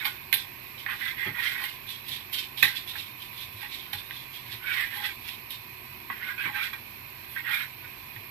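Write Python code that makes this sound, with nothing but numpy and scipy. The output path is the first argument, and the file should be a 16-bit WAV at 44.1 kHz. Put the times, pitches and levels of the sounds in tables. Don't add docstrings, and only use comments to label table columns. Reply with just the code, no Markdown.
import sys
import numpy as np
from scipy import signal
from scipy.io import wavfile
from scipy.ndimage import uniform_filter1d

SR = 44100
rng = np.random.default_rng(int(sys.argv[2]) if len(sys.argv) > 2 else 0)


def wav_record(signal):
    frames = np.transpose(np.atleast_2d(signal))
    bounded = np.clip(frames, -1, 1)
    quanta = np.round(bounded * 32767).astype(np.int16)
    wavfile.write(sys.argv[1], SR, quanta)


def ratio(d):
    e = np.asarray(d, float) / 20
    return 10 ** e


N = 366030


def evened(x):
    return x / np.sqrt(np.mean(x ** 2) + 1e-20)


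def read(points, hz):
    f, value = np.transpose(points)
    return np.interp(np.log(hz + 1), np.log(f + 1), value)


def add(mix, s, sound):
    part = mix[round(s * SR):][:len(sound)]
    part += sound[:len(part)]


def coloured(x, points):
    half = np.log(ratio(read(points, np.fft.rfftfreq(4096, 1 / SR))))
    whole = np.r_[half, half[-2:0:-1]]
    impulse = np.fft.ifft(np.exp(np.conj(signal.hilbert(whole)))).real[:2048]
    return signal.oaconvolve(x, impulse.reshape((1,) * (x.ndim - 1) + (-1,)), axes=-1)[..., :N]


def resonate(x, hz, width_hz):
    r = np.exp(-np.pi * width_hz / SR)
    return evened(signal.lfilter([1, 0, -1], [1, -2 * r * np.cos(2 * np.pi * hz / SR), r * r], x))


def squeak(x, hz, width_hz):
    turn = np.exp(2j * np.pi * np.cumsum(hz) / SR)
    r = np.exp(-np.pi * width_hz / SR)
    smooth = signal.lfilter([(1 - r) ** 2], [1, -2 * r, r * r], x / turn)
    return 2 * (turn * smooth).real


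def drift(seconds):
    size = max(int(seconds * SR / 32), 2)
    coarse = rng.standard_normal(N // 32 + 2)
    coarse = uniform_filter1d(uniform_filter1d(coarse, size), size)
    return np.repeat(np.clip(evened(coarse), -2.5, 1.4), 32)[:N]


def grains(per_s, spread_db):
    struck = rng.random(N) < per_s / SR
    sign = rng.choice([-1., 1.], N)
    size = np.minimum(rng.exponential(1, N), 4)
    return evened(struck * sign * ratio(spread_db * size))


def steady(moments_s, values):
    order = np.argsort(moments_s)
    return np.interp(np.arange(N) / SR, moments_s[order], values[order])


SUDDEN_S, SWELL_DB = 0.012, 20


def swells(fullest_s, rise_s, fade_s, db, bend):
    t = np.arange(0, N / SR, .001)[:, None] - fullest_s
    away = np.where(t < 0, -t / abs(rise_s), t / abs(fade_s))
    return (ratio(db - SWELL_DB * np.minimum(away, 10) ** bend) ** 2).sum(1)


def level(power, rest_db):
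    return steady(np.arange(len(power)) / 1000, 10 * np.log10(power + ratio(rest_db) ** 2))


# pitch_hz, level_db [dB per Hz]
RUMBLE_SPECTRUM = [(12, -45), (20, -29), (38, -1.5), (70, -3), (103, -1.5), (151, -7), (226, -7), (272, -8),
                   (337, -4), (481, -13), (800, -11.5), (1040, -35), (1760, -120)]
# pitch_hz, width_hz, level_db
HUM_LINES = [(95, 7.9, -63), (125.7, 9.2, -59.5), (225, 11, -67), (367.3, 1.2, -69.5), (823, 6.2, -74.5),
             (1008, 57, -67)]
# pitch_hz, level_db [dB per Hz]
HISS_SPECTRUM = [(500, -25), (780, -15), (1000, 3), (1350, -12), (2100, -6.5), (2500, -0.5), (2800, -10.5),
                 (3500, -21.5), (4200, -5.5), (8000, -12), (11000, -14.5), (13000, 1), (15000, -4.5)]
RUMBLE_DB, HISS_DB = -57.5, -45


def appliance():
    shared = evened(coloured(rng.standard_normal((3, N)), RUMBLE_SPECTRUM))
    rumble = ratio(RUMBLE_DB + drift(0.048)) * (0.84 * shared[0] + 0.82 * shared[1:])
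    hum = sum(ratio(db) * resonate(rng.standard_normal(N), hz, width_hz) for hz, width_hz, db in HUM_LINES)
    hiss = evened(coloured(rng.standard_normal((2, N)), HISS_SPECTRUM))
    return rumble + hum + ratio(HISS_DB + 0.46 * drift(0.0077)) * hiss


# pitch_hz, t60_s
KITCHEN_DECAY = [(200, 0.58), (530, 0.12), (1390, 0.085), (3680, 0.12), (9700, 0.11)]


def kitchen(x):
    size = SR // 2
    echoes = np.zeros((3, 2, size))
    at = np.arange(60, size - 20, 20)
    at = at + rng.integers(0, 20, (3, 2, len(at)))
    np.put_along_axis(echoes, at, rng.choice([-1., 1.], at.shape), 2)
    hz, t, z = signal.stft(echoes, SR, nperseg=128)
    fading = ratio(-60 * t / read(KITCHEN_DECAY, hz)[:, None])
    tail = signal.istft(z * fading, SR, nperseg=128)[1]
    tail = tail / np.linalg.norm(tail[0, 0])
    turn = 2 * np.pi * (np.arange(N) / SR * 1.3 + np.arange(3)[:, None] / 3)
    shares = np.sqrt(2 / 3) * np.cos(turn) * x
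    return signal.fftconvolve(shares[:, None], tail, axes=2).sum(0)[:, :N]


# start_s, level_db, pitch_hz, overtone_share [ratio]
COUNTER_PUSHES = [(1.264, -35.5, 105, 0.79), (1.28, -39, 140, 0.41), (1.305, -43.5, 169, 0.39),
                  (2.102, -42, 132, 0.19), (2.631, -38, 110, 0.81), (3.546, -38, 101.5, 0.095),
                  (3.941, -39.5, 95, 0.23), (4.449, -42.5, 110, 0.13), (4.531, -39, 113, 0.16),
                  (5.344, -50, 101.5, 0.17), (6.097, -48.5, 197, 1), (6.454, -39.5, 106, 0.74),
                  (8.16, -38.5, 107, 0.071)]


def thuds():
    out, t = np.zeros(N), np.arange(9000) / SR
    band = signal.butter(2, [.005, .016], "band")
    puffs = signal.lfilter(*band, rng.standard_normal((len(COUNTER_PUSHES), len(t))))
    for (s, db, hz, share), puff in zip(COUNTER_PUSHES, puffs):
        tone = (1 - np.exp(-t / 0.0084)) * np.sin(2 * np.pi * hz * t)
        overtones = share * (1 - np.exp(-t / 0.0042)) * evened(puff)
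        add(out, s - .005, ratio(db - 60 * t / 0.23) * (tone + overtones))
    return out


# start_s, length_s, pressure_db, region_hz, deep_modes_db [re pressure]
KNIFE_STROKES = [(0.0, 0.042, -34, 2280, -2.5), (0.878, 0.08, -34.5, 1850, -2.5),
                 (0.991, 0.15, -33, 1876, -7), (1.169, 0.15, -32.5, 1960, -9.5),
                 (1.345, 0.2, -30.5, 2040, -8.5), (1.476, 0.23, -37.5, 1840, -6.5),
                 (2.894, 0.18, -60, 2220, -8), (3.597, 0.078, -41.5, 2080, -7),
                 (4.437, 0.13, -45, 2130, -8.5), (4.616, 0.12, -38, 2180, 0.5),
                 (4.666, 0.23, -32, 2280, -9), (4.761, 0.11, -34, 1790, -17), (4.899, 0.093, -36, 1900, -8),
                 (4.977, 0.15, -37, 2280, -4.5), (5.247, 0.049, -45, 2250, -9.5),
                 (6.207, 0.12, -36, 2220, -8), (6.277, 0.075, -43.5, 2270, 5.5),
                 (6.372, 0.074, -35.5, 2280, -1.5), (6.416, 0.088, -34, 2050, -5.5),
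                 (6.525, 0.17, -32.5, 2070, -2), (7.353, 0.034, -38.5, 1800, 1.5),
                 (7.365, 0.039, -39, 2170, -9), (7.443, 0.13, -32.5, 1950, -0.5),
                 (7.467, 0.12, -32.5, 2160, 0.5), (7.544, 0.11, -31.5, 2210, -5.5)]
PEAK_AT, STROKE_BEND = 0.39, 3.2


def pressure(lag_s=0):
    start_s, length_s, db = np.transpose(KNIFE_STROKES)[:3]
    fullest_s = start_s + PEAK_AT * length_s + lag_s
    return swells(fullest_s, 0.5 * length_s, 0.71 * length_s, db, STROKE_BEND)


# fullest_s, rise_s, fade_s, crackle_db, fizz_db [re crackle]
MEAT_PEELS = [(.795, 0.048, 0.12, -48, -8), (1.658, 0.26, 0.16, -43, 0), (1.9, 0.041, 0.11, -39, -3.5),
              (2.139, 0.1, 0.096, -39, -19), (2.384, 0.054, 0.091, -34.5, -10),
              (2.988, 0.038, 0.11, -38.5, -3.5), (3.226, 0.051, 0.06, -44, -4),
              (3.38, 0.094, 0.075, -48, -2), (3.419, 0.07, 0.063, -41, -5.5),
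              (3.625, 0.13, 0.083, -46.5, 0), (3.74, 0.073, 0.16, -42, -19), (4.201, 0.17, .08, -45, -9),
              (4.356, 0.036, 0.088, -42, -5), (4.534, 0.12, 0.082, -43, -6),
              (4.97, 0.087, 0.27, -42.5, 1.5), (5.059, 0.075, 0.065, -35.5, -6),
              (5.29, 0.068, 0.092, -40.5, -4), (7.322, 0.049, 0.14, -55.5, 14), (8.168, 0.12, .2, -66, 2),
              (1.07, 0.17, 0.08, -41.5, -6), (1.45, 0.058, 0.11, -34.5, -19), (4.74, 0.036, 0.11, -38, -25),
              (4.82, 0.26, 0.041, -50, 5), (6.638, 0.11, 0.066, -39, -7), (7.55, 0.077, 0.14, -40.5, 1.5)]
# start_s, fade_s, crackle_db, fizz_db [re crackle]
MEAT_SLAPS = [(0.0, 0.024, -40, -9), (0.058, 0.084, -35.5, 2), (0.336, 0.12, -35.5, -0.5),
              (0.915, .13, -70, -1), (2.083, 0.12, -40, 1.5), (2.333, 0.065, -34.5, 1),
              (2.579, 0.14, -37.5, -3), (2.633, 0.12, -28.5, -1.5), (2.762, 0.075, -35.5, -10),
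              (2.872, 0.13, -39, -1), (3.935, 0.12, -40, -2), (5.51, 0.082, -38, -2.5),
              (6.108, 0.13, -55, 6)]
CUT_CRACKLE_DB, CUT_FIZZ_DB, CUT_LAG_S = -13.5, -15, 0.01
REST_WET_DB, REST_FIZZ_DB = -61, -58.5


def wetness():
    sudden = [(s, SUDDEN_S, *rest) for s, *rest in MEAT_SLAPS]
    s, rise_s, fade_s, db, fizz_db = np.array(MEAT_PEELS + sudden).T
    cut = pressure(CUT_LAG_S)
    crackle = swells(s, rise_s, fade_s, db, bend=1.38)
    crackle = crackle + cut * ratio(CUT_CRACKLE_DB) ** 2
    fizz = swells(s, 1.7 * rise_s, 0.85 * fade_s, db + fizz_db, bend=0.91)
    fizz = fizz + cut * ratio(CUT_FIZZ_DB) ** 2
    return level(crackle, REST_WET_DB), level(fizz, REST_FIZZ_DB)


# pitch_hz, level_db [dB per Hz]
WET_SPECTRUM = [(800, -32.5), (1500, -7), (2300, -2), (3000, -0.5), (4400, 6.5), (5400, 3), (7000, -3),
                (11000, -5.5)]
# pitch_hz, level_db [dB per Hz]
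FIZZ_SPECTRUM = [(5000, -20), (8000, -7), (10500, -0.5), (12500, 3), (15000, 5.5)]
FILM_HZ, FILM_WIDTH_HZ, FILM_DB = 3485, 480, -4.5


def meat():
    crackle_db, fizz_db = wetness()
    clumps_db = 2.5 * drift(.008)
    peel = coloured(grains(per_s=5000, spread_db=2.5), WET_SPECTRUM)
    pocket_hz = FILM_HZ * (1 + 0.075 * drift(0.058))
    peel = peel + ratio(FILM_DB) * squeak(peel, pocket_hz, FILM_WIDTH_HZ)
    peel = peel * ratio(crackle_db + 2.5 + clumps_db)
    fizz = coloured(grains(per_s=6800, spread_db=0.5), FIZZ_SPECTRUM)
    return peel + fizz * ratio(fizz_db + 4.0 + 0.83 * clumps_db)


def nearness_db(hz, region_hz, fall_db):
    return -fall_db * abs(np.log2(hz / region_hz))


# start_s, level_db, region_hz, crack_db [re blow], lowest_mode_db [re blow]
BLADE_TAPS = [(0.0469, -24, 2420, -6, -26), (0.0533, -15, 2135, -9.5, -21), (0.3272, -19, 2280, -12, -37),
              (0.3289, -6.5, 2050, -6, -34), (0.3404, -17.5, 2600, 6, -20), (0.3435, -23, 2470, -5, -30),
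              (0.3705, -29, 2360, 2.5, -30), (0.8635, -12, 1800, -45, -29), (1.6403, -21, 1900, 4.5, -33),
              (2.33, -42.5, 3400, 10.5, -40), (2.5752, -26, 3840, -18, -25), (2.6268, -7, 2480, -11.5, -27),
              (2.629, -2.5, 2010, -8, -39), (2.6485, -14, 2100, -19, -25), (2.679, -20, 1810, -2, -25),
              (2.633, -12.5, 1930, -5, -55), (2.654, -15, 1910, -25, -18.5), (2.9552, -27, 1780, -20, -13),
              (3.3304, -34, 2000, -13, -27), (3.6305, -31, 2230, -20, -5), (3.645, -29.5, 2270, -20, -20),
              (3.74, -32.5, 2330, -13, -30), (3.932, -19.5, 3710, -9, -17), (3.9345, -26, 1900, -12, -20),
              (5.29, -29, 2650, -16, -34), (4.1095, -21.5, 1880, -7, -48), (5.506, -35, 2690, 6.5, -41),
              (6.1009, -15, 1130, -31, -24), (6.1025, -21, 1750, -26, -38), (6.3814, -31, 2180, -18, -35),
              (6.7331, -22, 2330, -13, -27), (7.3645, -18, 1700, -18, -46), (8.1624, -32, 2300, -19, -17),
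              (2.6294, -16.5, 1040, -25, -42)]
# pitch_hz, level_db, t60_s
BOARD_MODES = [(837, -7.5, 0.063), (1086, -3, 0.039), (1458, -3.5, 0.023), (1604, -1.5, 0.041),
               (1810, -2, 0.024), (1876, 2.5, 0.028), (1917, 2, 0.02), (2186, -3.5, 0.026),
               (2280, -3, 0.012), (2384, -4, 0.036), (2496, -9.5, 0.03), (3324, -8.5, 0.017),
               (3820, -29, 0.016)]
CRACK_S, THIN_HZ = 0.004, 2150
RING_SHARE = .6


def taps():
    wood, bright, slap = np.zeros((3, N))
    t = np.arange(6000) / SR
    modes = len(BOARD_MODES)
    chance = rng.standard_normal((len(BLADE_TAPS), len(t) + 2 * modes))
    low_hz, _, low_t60_s = BOARD_MODES[0]
    for (s, db, region_hz, crack_db, low_db), row in zip(BLADE_TAPS, chance):
        crack_s = np.clip(CRACK_S * min(region_hz / THIN_HZ, 1) ** 13.0, .0005, .03)
        burst = row[:len(t)] * np.exp(-t / crack_s) * (1 - np.exp(-t / 0.00019))
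        ring = np.zeros(len(t))
        for (hz, mode_db, t60_s), a, b in zip(BOARD_MODES[1:], row[-modes:], row[len(t):]):
            drive_db = 0.87 * mode_db + nearness_db(hz, region_hz, fall_db=14.0) + 2 * a
            decay_db = -60 * t / (RING_SHARE * t60_s)
            ring += ratio(drive_db + decay_db) * np.sin(2 * np.pi * hz * t + 1.2 * b)
        knock = 0.99 * ratio(-60 * t / 0.01) * np.sin(2 * np.pi * region_hz * t)
        lowest = ratio(low_db + 6 - 60 * t / (RING_SHARE * low_t60_s)) * np.sin(2 * np.pi * low_hz * t)
        body = ratio(2.5) * (ring / abs(ring).max() + knock) + lowest
        add(wood, s - .001, ratio(db) * body * (1 - np.exp(-t / 0.0024)))
        add(bright, s - .001, ratio(db + crack_db + 3.0) * burst)
        add(slap, s - .001, ratio(db - 6.5 + 0.26 * (crack_db + 1.5)) * burst)
    return wood + coloured(bright, FIZZ_SPECTRUM) + coloured(slap, WET_SPECTRUM)


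# start_s, fade_s, pressure_db, region_hz, deep_modes_db [re pressure]
BLADE_SKIDS = [
    (0.051, 0.094, -30.5, 2200, -4),
    (0.343, 0.11, -36.5, 2240, -6),
    (2.637, 0.13, -29.5, 1750, -5),
    (2.956, 0.021, -32.5, 2020, -1),
    (3.937, 0.031, -39, 1880, 1),
    (6.104, 0.13, -35.5, 1790, -5),
    (6.73, 0.059, -34, 2280, -4.5),
    (7.84, 0.074, -43, 1940, -6.5),
]
# fullest_s, level_db
GRAIN_CATCHES = [(0.888, -30.5), (.9, -40), (.912, -33), (1.007, -47.5), (1.0215, -38), (1.181, -42),
                 (1.231, -32), (1.347, -34), (1.058, -29), (1.108, -33), (1.195, -30.5), (1.22, -40),
                 (1.246, -43), (1.268, -45), (1.369, -38), (1.39, -33), (1.413, -39), (1.44, -29),
                 (1.48, -38), (1.551, -41), (1.564, -28), (1.578, -49), (1.6, -28), (1.641, -42),
                 (4.702, -36), (4.719, -28.5), (4.738, -35), (4.811, -18.5), (4.827, -27), (4.838, -29),
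                 (5.034, -41), (5.054, -25.5), (5.078, -36), (6.226, -50), (6.382, -37), (6.432, -41),
                 (6.459, -26), (6.555, -32.5), (6.603, -30), (6.646, -38), (6.591, -32), (7.38, -32.5),
                 (7.393, -37), (7.405, -34), (7.45, -41), (7.471, -41), (7.507, -35), (7.517, -34.5),
                 (7.535, -33), (7.564, -34), (7.61, -31)]
CATCH_RISE_S, CATCH_FADE_S, REST_DB = 0.015, 0.0045, -60


def edge():
    s, fade_s, db = np.transpose(BLADE_SKIDS)[:3]
    caught_s, caught_db = np.transpose(GRAIN_CATCHES)
    catches = swells(caught_s, CATCH_RISE_S, CATCH_FADE_S, caught_db, bend=1.2)
    skids = swells(s, SUDDEN_S, fade_s, db, bend=0.75)
    pressure_db = level(pressure() + catches + skids, REST_DB)
    touch = np.array(KNIFE_STROKES + BLADE_SKIDS)
    middle_s = touch[:, 0] + 0.42 * touch[:, 1]
    return pressure_db, steady(middle_s, touch[:, 3]), steady(middle_s, touch[:, 4])


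# fullest_s, rise_s, fade_s, level_db
HAND_LEANS = [(0.06, 0.043, 0.051, 4), (0.9, 0.092, 0.086, -2), (1.28, 0.07, 0.042, 4.5),
              (1.39, 0.11, 0.023, 0), (1.64, 0.096, 0.022, 5.5), (4.78, 0.094, 0.11, -3.5),
              (4.989, 0.087, 0.083, 1.5), (6.479, 0.044, 0.065, 4.5), (6.57, 0.11, 0.039, -1.5),
              (6.74, 0.033, 0.047, 3)]
# fullest_s, rise_s, fade_s, level_db
BOARD_BOOMS = [
    (4.985, 0.055, .12, 11),
    (5.05, 0.06, 0.062, 8),
    (6.57, 0.043, .06, 1),
    (3.64, 0.033, .06, -1),
]
# time_s, pitch_hz
BLADE_SINGING = [
    [(0.0, 2340), (0.05, 2160), (0.12, 2100)],
    [(0.33, 2250), (0.392, 2260), (0.43, 2070)],
    [(0.865, 1840), (0.961, 1910), (1.009, 1860), (1.15, 2180)],
    [(1.16, 2130), (1.256, 1980), (1.33, 2100)],
    [(1.34, 1920), (1.41, 2100), (1.5, 2090), (1.6, 1920), (1.7, 2150)],
    [(2.63, 2020), (2.682, 1900), (2.75, 2040)],
    [(2.95, 1990), (3.02, 2220)],
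    [(3.59, 2270), (3.69, 2080)],
    [(3.93, 1950), (4.0, 2130)],
    [(4.62, 2104), (4.738, 2410), (4.79, 1860), (4.89, 1870)],
    [(4.9, 1850), (5.064, 2060), (5.13, 2270)],
    [(6.105, 1990), (6.183, 1760), (6.205, 2060), (6.235, 2150), (6.35, 2050)],
    [(6.37, 2410), (6.45, 2360), (6.498, 1920), (6.55, 2380), (6.625, 2370), (6.664, 2120), (6.76, 2250)],
    [(7.34, 1890), (7.404, 2160), (7.45, 2020), (7.614, 2220), (7.652, 1920), (7.7, 2280)],
]
DAMPED_DB, LOWEST_HZ, DEEP_HZ = -15, 1300, 1650
EDGE_FOCUS_DB = 14
STEEL_HZ, STEEL_WIDTH_HZ, STEEL_DB = 8130, 910, -8


def rasp():
    pressure_db, region_hz, deep_db = edge()
    lean_db = level(swells(*np.transpose(HAND_LEANS), bend=1.45), DAMPED_DB)
    boom_db = level(swells(*np.transpose(BOARD_BOOMS), bend=1.3), 0.0)
    slips = grains(per_s=6000, spread_db=1.3) * ratio(pressure_db + drift(0.016))
    singing_hz = steady(*np.concatenate(BLADE_SINGING).T) * (1 + 0.028 * drift(0.026))
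    out = ratio(17) * squeak(slips, singing_hz, width_hz=170)
    hard = slips * ratio(0.68 * (pressure_db + 37.5))
    out += ratio(STEEL_DB) * squeak(hard, np.full(N, STEEL_HZ), STEEL_WIDTH_HZ)
    for k, (hz, db, t60_s) in enumerate(BOARD_MODES):
        reach_db = deep_db + 4.0 if hz < DEEP_HZ else nearness_db(hz, region_hz, EDGE_FOCUS_DB)
        reach_db = reach_db + lean_db * (hz < LOWEST_HZ) + boom_db * (k == 0)
        driven = slips * ratio(db + reach_db + 2.0 * drift(.03))
        rms = np.sqrt(np.mean(driven ** 2))
        out += (-1) ** k * rms * resonate(driven, hz, 2.48 / t60_s)
    return ratio(-7.5) * out


def scene():
    board = rasp() + meat() + taps()
    direct = np.array([ratio(-17) * board, ratio(-3) * np.roll(board, 4)])
    return direct + ratio([[-2], [-7]]) * kitchen(board) + thuds() + appliance()


# pitch_hz, step_db
ROUNDING_STEP = [(300, -60), (1300, -60), (1800, -53), (2300, -42), (3500, -44), (5500, -46), (8000, -46),
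                 (10000, -47), (12000, -45), (14500, -44)]
MASKING, WHIM_DB = .45, 4


def dropouts(x):
    hop, shift, bins, size = 1024, 64, 704, 8
    frames, n = N // hop + 2, np.arange(2 * hop)
    kaiser = signal.windows.kaiser_bessel_derived(2 * hop, 4 * np.pi)
    shapes = np.array([kaiser, np.sin(np.pi * (n + .5) / (2 * hop))])
    pick = (uniform_filter1d(rng.standard_normal(frames + 1), size=4) > .12).astype(int)
    window = np.c_[shapes[pick[:-1], :hop], shapes[pick[1:], hop:]]
    phase = np.pi / hop * (n[:, None] + .5 + hop / 2) * (np.arange(bins) + .5)
    basis = np.sqrt(2 / hop) * np.cos(phase)
    padded = np.pad(x, ((0, 0), (hop - shift, (frames + 1) * hop - N - hop + shift)))
    halves = padded.reshape(2, -1, hop)
    z = (np.concatenate([halves[:, :-1], halves[:, 1:]], 2) * window) @ basis
    loud_db = 10 * np.log10((z ** 2).mean((0, 2)) + 1e-20)
    masking_db = MASKING * np.maximum(loud_db - np.percentile(loud_db, 20), 0)[:, None]
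    whim = uniform_filter1d(rng.standard_normal((2, frames, bins // size)), size=3, axis=1)
    whim_db = WHIM_DB * np.repeat(evened(whim), size, 2)
    step = ratio(read(ROUNDING_STEP, np.arange(bins) * SR / 2 / hop) + whim_db + masking_db)
    short = (np.diff(padded[1], prepend=0).reshape(-1, 128) ** 2).mean(1)
    sudden = short > 8 * np.roll(uniform_filter1d(short, size=9), 5)
    sudden = sudden.reshape(-1, 8).any(1)
    step = step * np.where(sudden[:-1] | sudden[1:], .1, 1)[:, None]
    rounded = np.sign(z) * step * np.floor((abs(z) / step) ** .75 + .32) ** (4 / 3)
    back = rounded @ basis.T * window
    out = np.zeros_like(halves)
    out[:, :-1] += back[..., :hop]
    out[:, 1:] += back[..., hop:]
    return out.reshape(2, -1)[:, hop - shift:][:, :N]


def top_cut(x):
    return signal.sosfilt(signal.butter(12, 15590, fs=SR, output="sos"), x)


# pitch_hz, gain_db
LEFT_PORT_COLOUR = [(600, 0), (1200, 4), (2500, 1.5), (3500, 3.5), (4700, -6), (5100, -12), (5450, -7),
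                    (5950, -17), (7000, -7.5), (7500, -0.5), (9000, -2.5), (9600, -6), (10100, -2.5),
                    (10700, -8.5), (11200, -3.5), (12500, -3), (14000, -8.5), (14350, -21)]
# pitch_hz, gain_db
RIGHT_PORT_COLOUR = [(600, 0), (1150, 5), (1320, 4.5), (1480, 5.5), (2000, 12), (3500, 15), (4500, 3),
                     (4950, -2.5), (5200, 0.5), (6000, -3), (6900, -7.5), (7300, -14.5), (7700, -6.5),
                     (8800, -4.5), (9700, -7.5), (10500, 1), (11500, 7), (13500, 5.5), (14200, 1)]
# pitch_hz [lower, upper]
SHARED_BAND = [430, 950]
SHARED, CEILING, EDGE_HZ = .22, .9, 14300


def record(dry):
    ports = np.array([coloured(dry[0], LEFT_PORT_COLOUR), coloured(dry[1], RIGHT_PORT_COLOUR)])
    lows = signal.firwin(801, SHARED_BAND, pass_zero=False, fs=SR)
    ports = ports + SHARED * signal.oaconvolve(ports[::-1] - ports, lows[None], "same")
    ports = CEILING * np.tanh(ports / CEILING)
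    lowpass = signal.firwin(601, EDGE_HZ, window=("kaiser", 5), fs=SR)
    limited = signal.oaconvolve(ports, lowpass[None], "same") + ratio(-46.5) * ports
    mix = dropouts(limited)
    return top_cut(mix)


dry = scene()
out = record(dry)
wav_record(out)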